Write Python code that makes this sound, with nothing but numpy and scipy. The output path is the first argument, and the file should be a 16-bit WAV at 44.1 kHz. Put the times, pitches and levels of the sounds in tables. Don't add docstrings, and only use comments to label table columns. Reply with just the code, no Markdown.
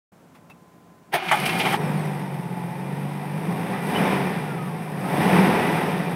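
import sys
import numpy as np
from scipy import signal
from scipy.fft import rfft, irfft
from scipy.io import wavfile

SR = 44100
rng = np.random.default_rng(int(sys.argv[2]) if len(sys.argv) > 2 else 0)


def bounce(signal):
    frames = np.transpose(np.atleast_2d(signal))
    limited = np.clip(frames, -1, 1)
    pcm = np.round(limited * 32767).astype(np.int16)
    wavfile.write(sys.argv[1], SR, pcm)


N = 271215
T = np.arange(N) / SR

# (time [s], speed [turns/s])
CRANK_SPEED = [(1.3,9),(1.5,13.7),(1.67,15.9),(1.82,12.3),(1.97,12.8),(2.15,12.2),(2.33,11.6),(2.47,10.7),(2.57,11.1),(2.69,10.8),(2.85,11.7),(3.1,12.2),(3.35,12.4),(3.5,14),(3.66,14.4),(3.74,16),(3.85,18.5),(4.0,23),(4.12,24),(4.3,22.3),(4.5,17.7),(4.6,15.9),(4.7,14.1),(4.85,12.8),(4.94,13),(5.03,15.9),(5.2,20),(5.35,23.4),(5.52,25.3),(5.8,25.4),(6.15,20.6)]
# (time [s], opening [0-1])
THROTTLE = [(1.81,0.58),(2.0,0.43),(2.29,0.09),(3.28,0.17),(3.72,0.44),(3.83,0.23),(3.95,0.66),(4.06,0.71),(4.25,0.35),(4.6,0.05),(5.0,0.21),(5.19,0.79),(5.35,0.92),(5.81,0.45),(6.15,0.14)]
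# (strength [dB], pipe delay [s])
CYLINDERS = [(-0.5,0.00023),(-2.5,0.0011),(-0.5,0.0012),(0,0.00013),(-4,0.0013),(-1,0.00016),(-2.5,0.00062),(0,0.001)]

# (idle [dB], per speed doubling [dB], added at full throttle [dB])
BOOM_LAW = (-31, 1, 4.8)
RUMBLE_LAW = (-65.5, 11.6, 16.7)
CLATTER_LAW = (-36.5, 3.82, 15.9)
ROAR_LAW = (-44.5, 6.5, 14.05)
HISS_LAW = (-55, 3.2, 12.8)

# (frequency [Hz], relative level [dB])
BOOM_SPECTRUM = [(20,-82),(60,-47),(90,-25),(120,-5.5),(142,-0.5),(170,3.5),(200,-2.5),(225,-16.5),(290,-16.5),(420,-39.5),(900,-53),(4000,-85)]
RUMBLE_SPECTRUM = [(20,-45),(55,-22),(85,-0.5),(110,9),(150,-15),(400,-56),(3000,-90)]
BLOCK_SPECTRUM = [(60,-71),(160,9.5),(260,2.5),(340,1),(425,3),(455,-1),(520,-0.5),(590,-6.5),(750,1),(930,-4.5),(1100,-11),(1500,-24),(3000,-45.5),(8000,-80)]
ROAR_SPECTRUM = [(300,-11.5),(900,3),(1250,3),(1600,2.5),(2000,2),(2450,1),(3200,-9.5),(4100,-19),(5200,-16),(6200,-24.5),(7300,-35.5),(12000,-42)]
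HISS_SPECTRUM = [(2000,-26),(5000,0.5),(7400,-12.5),(8000,0.5),(8800,4),(12000,1.5),(14000,-4),(16000,-10.5)]
ALTERNATOR_SPECTRUM = [(700,-2),(850,2.5),(930,-2),(1040,-7),(1400,-4),(2000,-6)]
GEAR_SPECTRUM = [(100,-23),(300,0),(400,-0.5),(450,-11.5),(650,3),(800,2),(1100,0),(1700,1.5),(2300,-2.5),(2800,-5),(3300,-4),(4000,-12),(4900,-17.5),(6000,-22.5),(7400,-32),(12000,-78)]
CLUNK_SPECTRUM = [(59, -74), (100, -39), (159, -5), (243, -21), (386, -3), (508, -21), (576, -3), (843, 0),
                  (1130, -13.5), (2130, -9.5), (6530, -33.5), (7410, -46), (8580, -26.5), (11800, -27),
                  (15500, -35)]
GRIND_SPECTRUM = [(300,-20),(800,-1),(1500,-6),(2300,-2),(3200,-4),(4000,-10),(4900,-14),(6000,-20),(7400,-26),(12000,-45)]
KICK_SPECTRUM = [(30,-57),(60,-54),(100,-15),(370,-18),(500,-15),(712,0.5),(879,9),(1020,-3.5),(1230,1),(1690,-9.5),(2090,-2.5),(2690,-20),(3050,-8),(4100,-34),(10800,-29.5),(15500,-44)]
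COAST_SPECTRUM = [(1500,-57),(3000,-57),(5000,-55.5),(6000,-61),(7400,-66),(8600,-49),(9600,-61),(14000,-78)]
KEY_SPECTRUM = [(300,-11),(900,5),(1600,-3),(2400,-2),(3200,-11),(3700,-11),(5000,-18),(7300,-22),(10000,-18),(15000,-24)]
OUTDOOR_SPECTRUM = [(15, -81), (25, -40), (136, -9), (169, -7.5), (198, -10), (227, -9), (260, -9),
                    (537, -17.5), (631, -15.5), (919, -18), (997, -22), (1080, -21), (4150, -38.5),
                    (7300, -38.5), (15500, -42.5)]

# (frequency [Hz], width [Hz], gain [dB])
BAY_MODES = [(557,26,-8.5),(725,8.3,-12),(873,37,-5),(985,20,-1),(1270,11,-21),(1818,32,-3),(1976,72,-1),(2384,14,6.5),(3680,610,3)]
BAY_AIR_MODES = [(144.4,15,2),(191,38,-2.5)]
BAY_DRONE_MODE = [(192.3, 21, -14)]
ALTERNATOR_MODES = [(1108,14,6),(1260,14,15),(1398,16,8)]
FLYWHEEL_MODES = [(365,41,7.5),(758,27,10.5),(835,125,-1.5),(1250,19,4),(2187,64,9),(2430,56,8),(2694,43,5),(2940,40,7),(3130,37,-4),(4560,150,-8)]
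# (frequency [Hz], width [Hz], level [dB])
SCREECH_BANDS = [(2140,140,-38),(2400,130,-31.5),(3150,110,-41)]

# (time [s], level [dB])
HEAVY_FIRINGS = [(1.277,-29.5),(1.808,-34),(3.488,-16.5),(4.006,-19)]
PINION_CLUNKS = [(1.130,-28.5),(1.142,-18),(1.152,-28)]
TOOTH_GRINDS = [(1.293,-24),(1.462,-20.5),(1.497,-24),(1.603,-20.5),(1.615,-26),(1.659,-23),(1.725,-33)]
LOOSE_KNOCKS = [(3.338,-41),(4.06,-28)]
# (time [s], level [dB], rise [s], decay [s])
CYLINDER_KICKS = [(1.319,-10,0.0052,0.016),(1.671,-22.5,0.018,0.0094),(1.742,-21.5,0.017,.01)]
CARB_SPITS = [(1.360,-40.5,0.0067,.008),(1.402,-31,0.0023,.004),(1.463,-33,.009,0.026),(1.595,-35,.011,0.0093),(1.727,-36.5,.007,0.011)]
KEY_CLICKS = [(.357,-51,0.01,0.017),(.5,-44.5,.0015,0.011)]
# (time [s], frequency [Hz], level [dB], half length [s])
LINKAGE_SQUEAKS = [(0.516,2650,-47.5,0.012),(3.967,2990,-26,0.013)]

MESH_S, FIRST_FIRING_S, SCREECH_S = 1.183, 1.238, 1.275
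CATCH_S, INTAKE_S, RELEASE_S, COAST_S = 1.67, 1.71, 1.745, 1.77
IDLE_TURNS_PER_S = 12


def engine():
    speed = curve(CRANK_SPEED) * (1 + .003 * wander(12))
    turns = np.cumsum(speed) / SR
    firings = firing_pulses(turns)
    pressure = unit(linger(firings, 0.0086))
    air = intake(turns, speed, pressure)
    body = exhaust(turns, speed, firings) + block_clatter(speed, firings, pressure)
    strength = ramp(FIRST_FIRING_S, 0.2) * amp(-3.5 * (1 - ramp(CATCH_S, 0.23)))
    return body * strength + (air + alternator(turns)) * ramp(INTAKE_S, 0.11)


def firing_pulses(turns, spread_db=1.6, jitter_s=.0003):
    onsets = np.flatnonzero(ticks(turns * len(CYLINDERS) / 2))
    db, delay_s = np.array(CYLINDERS)[np.arange(len(onsets)) % len(CYLINDERS)].T
    burn, timing = np.clip(rng.standard_normal((len(onsets), 2)), -2, 2).T
    arrivals = onsets + np.round(SR * (delay_s + jitter_s * timing)).astype(int)
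    return np.bincount(np.clip(arrivals, 0, N - 1), amp(db + spread_db * burn), N)


def exhaust(turns, speed, firings):
    push = firings / speed
    thuds = colour(push, BOOM_SPECTRUM, BAY_AIR_MODES)
    puffs = colour(linger(push, 0.025) * white(), BOOM_SPECTRUM, BAY_AIR_MODES)
    rough = np.interp(speed, [12, 25], [.25, .6])
    lope_depth = .45 * np.exp(-((T - 1.94) / .14) ** 2)
    lope_phase = 3 * np.pi * (turns - np.interp(1.86, T, turns))
    lope = 1 + lope_depth * (1 + np.cos(lope_phase))
    boom = loudness(BOOM_LAW, speed) * lope * (thuds + rough * puffs) / np.hypot(1, rough)
    surge = curve(THROTTLE) ** 2 * resonance(len(CYLINDERS) * speed, BAY_DRONE_MODE)
    drone = surge * np.sin(2 * np.pi * len(CYLINDERS) * turns + 0.37 * wander(30))
    rumble = loudness(RUMBLE_LAW, speed) * colour(linger(push, 0.033) * white(), RUMBLE_SPECTRUM)
    return boom + drone + rumble


def block_clatter(speed, firings, pressure):
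    force = (1.3 + 0.21 * pressure) * white() + 0.42 * unit(firings)
    return loudness(CLATTER_LAW, speed) * colour(force, BLOCK_SPECTRUM, BAY_MODES)


def intake(turns, speed, pressure):
    valves = unit(linger(ticks(len(CYLINDERS) * turns) * scatter(13), 0.013))
    roar = colour((2.8 + 0.56 * pressure + 0.1 * valves) * white(), ROAR_SPECTRUM, BAY_MODES)
    hiss = colour((1 + 0.22 * pressure + 0.17 * valves) * white(), HISS_SPECTRUM)
    return loudness(ROAR_LAW, speed, lag_s=.02) * roar + loudness(HISS_LAW, speed, lag_s=-.035) * hiss


def thumps(hz=180):
    return swells(HEAVY_FIRINGS, (0.008, 0.014)) * np.sin(2 * np.pi * hz * T + 0.28 * wander(25))


def alternator(turns, cycles_per_turn=79):
    db = -44 - 20 * curve(THROTTLE, lag_s=.03) + 3.5 * np.clip(wander(13), -2, 1.2)
    tone = np.sin(2 * np.pi * cycles_per_turn * turns + .55 * wander(35) + .9 * wander(9))
    return amp(db) * colour(tone, ALTERNATOR_SPECTRUM, ALTERNATOR_MODES)


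def starter():
    tooth_hz = np.interp(T, [1.14, 1.3, 1.76], [150, 260, 420]) * (1 + 0.044 * wander(22))
    impacts = ticks(np.cumsum(tooth_hz) / SR) * scatter(1.8)
    mesh = unit(linger(impacts, 0.006) * white()) + .7 * white()
    unloaded = 1 - ramp(FIRST_FIRING_S, 0.088)
    gears = amp(-27 - 3 * unloaded) * colour(mesh, GEAR_SPECTRUM, FLYWHEEL_MODES)
    rasp = amp(-41 - 8.5 * unloaded) * colour(mesh, HISS_SPECTRUM)
    engaged = ramp(MESH_S, 0.055) * (1 - ramp(RELEASE_S, 0.037))
    return (gears + rasp + screech()) * engaged


def screech():
    tones = 0
    for hz, width_hz, db in SCREECH_BANDS:
        phase = 2 * np.pi * np.cumsum(hz * (1 + .016 * wander(15.76))) / SR
        tones += amp(db) * (wander(width_hz / 2) * np.sin(phase) + wander(width_hz / 2) * np.cos(phase))
    load = swells(TOOTH_GRINDS, (.018, .025))
    return tones * (0.47 + load / load.max()) * ramp(SCREECH_S, 0.016)


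def starting_blows():
    slam = blows(swells(PINION_CLUNKS, (0.0056, 0.018)), CLUNK_SPECTRUM)
    housing = amp(-14.5) * blows(swells(PINION_CLUNKS, (0.01, 0.12)), GEAR_SPECTRUM, FLYWHEEL_MODES)
    grinding = blows(swells(TOOTH_GRINDS, (0.0068, 0.0094)), GRIND_SPECTRUM, FLYWHEEL_MODES)
    kicks = blows(swells(CYLINDER_KICKS), KICK_SPECTRUM)
    spits = blows(swells(CARB_SPITS), HISS_SPECTRUM)
    return slam + housing + grinding + kicks + spits


def spin_down(start_hz=2980, slowing_hz_per_s=3650):
    hz = np.maximum(start_hz - slowing_hz_per_s * np.maximum(T - COAST_S, 0), 0)
    cycles = np.cumsum(hz) / SR
    whir = 0
    for k in range(1, 6):
        db = np.interp(k * hz, *np.transpose(COAST_SPECTRUM)) + 4 * np.clip(wander(25), -2, 1.5)
        whir += amp(db) * np.sin(2 * np.pi * k * cycles + .9 * wander(110))
    return whir * ramp(COAST_S, .015) * (hz / start_hz) ** 1.2


def key():
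    return blows(swells(KEY_CLICKS), KEY_SPECTRUM)


def knocks():
    return blows(swells(LOOSE_KNOCKS, (0.0059, 0.0047)), ROAR_SPECTRUM, BAY_MODES)


def squeaks():
    return sum(amp(db) * np.exp(-((T - s) / half_s) ** 2) * np.sin(2 * np.pi * hz * T + .5 * wander(120))
               for s, hz, db, half_s in LINKAGE_SQUEAKS)


def ambience():
    whine = amp(-61.5 + 2 * wander(8.7)) * np.sin(2 * np.pi * 1023 * T + 0.25 * wander(14))
    hum = amp(-55.5) * np.sin(2 * np.pi * 172 * T + wander(3.5))
    outdoors = amp(-53) * colour(white(), OUTDOOR_SPECTRUM)
    return outdoors + hum + whine * ramp(0.24, 0.054) * (1 - ramp(1.15, .05))


def loudness(law, speed, lag_s=0):
    idle_db, doubling_db, throttle_db = law
    doublings = np.log2(speed / IDLE_TURNS_PER_S)
    return amp(idle_db + doubling_db * doublings + throttle_db * curve(THROTTLE, lag_s))


def swells(rows, rise_decay_s=()):
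    rows = [(*row, *rise_decay_s) for row in rows]
    return sum(amp(db) * np.exp(np.where(T < s, -((T - s) / rise_s) ** 2, -abs(T - s) / decay_s))
               for s, db, rise_s, decay_s in rows)


def blows(force, spectrum, modes=(), impacts_per_s=14000):
    impacts = unit((rng.random(N) < impacts_per_s / SR) * white() * scatter(2))
    return np.sqrt(np.mean(force ** 2)) * colour(force * impacts, spectrum, modes)


def colour(x, spectrum, modes=()):
    size = 16384
    hz = abs(np.fft.fftfreq(size, 1 / SR))
    knots_hz, db = np.transpose(spectrum)
    gain = amp(np.interp(np.log(hz + 1), np.log(knots_hz + 1), db)) * (1 + resonance(hz, modes))
    response = np.fft.ifft(np.exp(np.conj(signal.hilbert(np.log(gain))))).real
    return unit(signal.oaconvolve(x, response[:size // 2])[:N])


def resonance(hz, modes):
    return sum(amp(db) / (1 + (2 * (hz - centre_hz) / width_hz) ** 2) for centre_hz, width_hz, db in modes)


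def ticks(count):
    return (np.diff(np.floor(count), prepend=np.floor(count[0])) > 0) * 1.


def linger(x, decay_s):
    return signal.lfilter([1], [1, -np.exp(-1 / (decay_s * SR))], x)


def curve(rows, lag_s=0):
    return np.interp(T - lag_s, *np.transpose(rows))


def ramp(start_s, length_s):
    return np.clip((T - start_s) / length_s, 0, 1)


def wander(hz):
    return unit(irfft(rfft(white()) / (1 + (np.fft.rfftfreq(N, 1 / SR) / hz) ** 4), N))


def scatter(spread_db):
    return amp(spread_db * np.clip(white(), -2, 2))


def white():
    return rng.standard_normal(N)


def amp(db):
    return 10 ** (np.asarray(db) / 20)


def unit(x):
    return x / np.sqrt(np.mean(x ** 2) + 1e-20)


def scene():
    starting = starter() + starting_blows() + spin_down()
    return (engine() + thumps() + starting + key() + knocks() + squeaks() + ambience())[None]


def record(dry, silence_s=.118, cutoff_hz=15800):
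    lowpass = signal.firwin(511, cutoff_hz, window=("kaiser", 9), fs=SR)
    return signal.oaconvolve(dry * ramp(silence_s, .004), lowpass[None], "same")


dry = scene()
out = record(dry)
bounce(out)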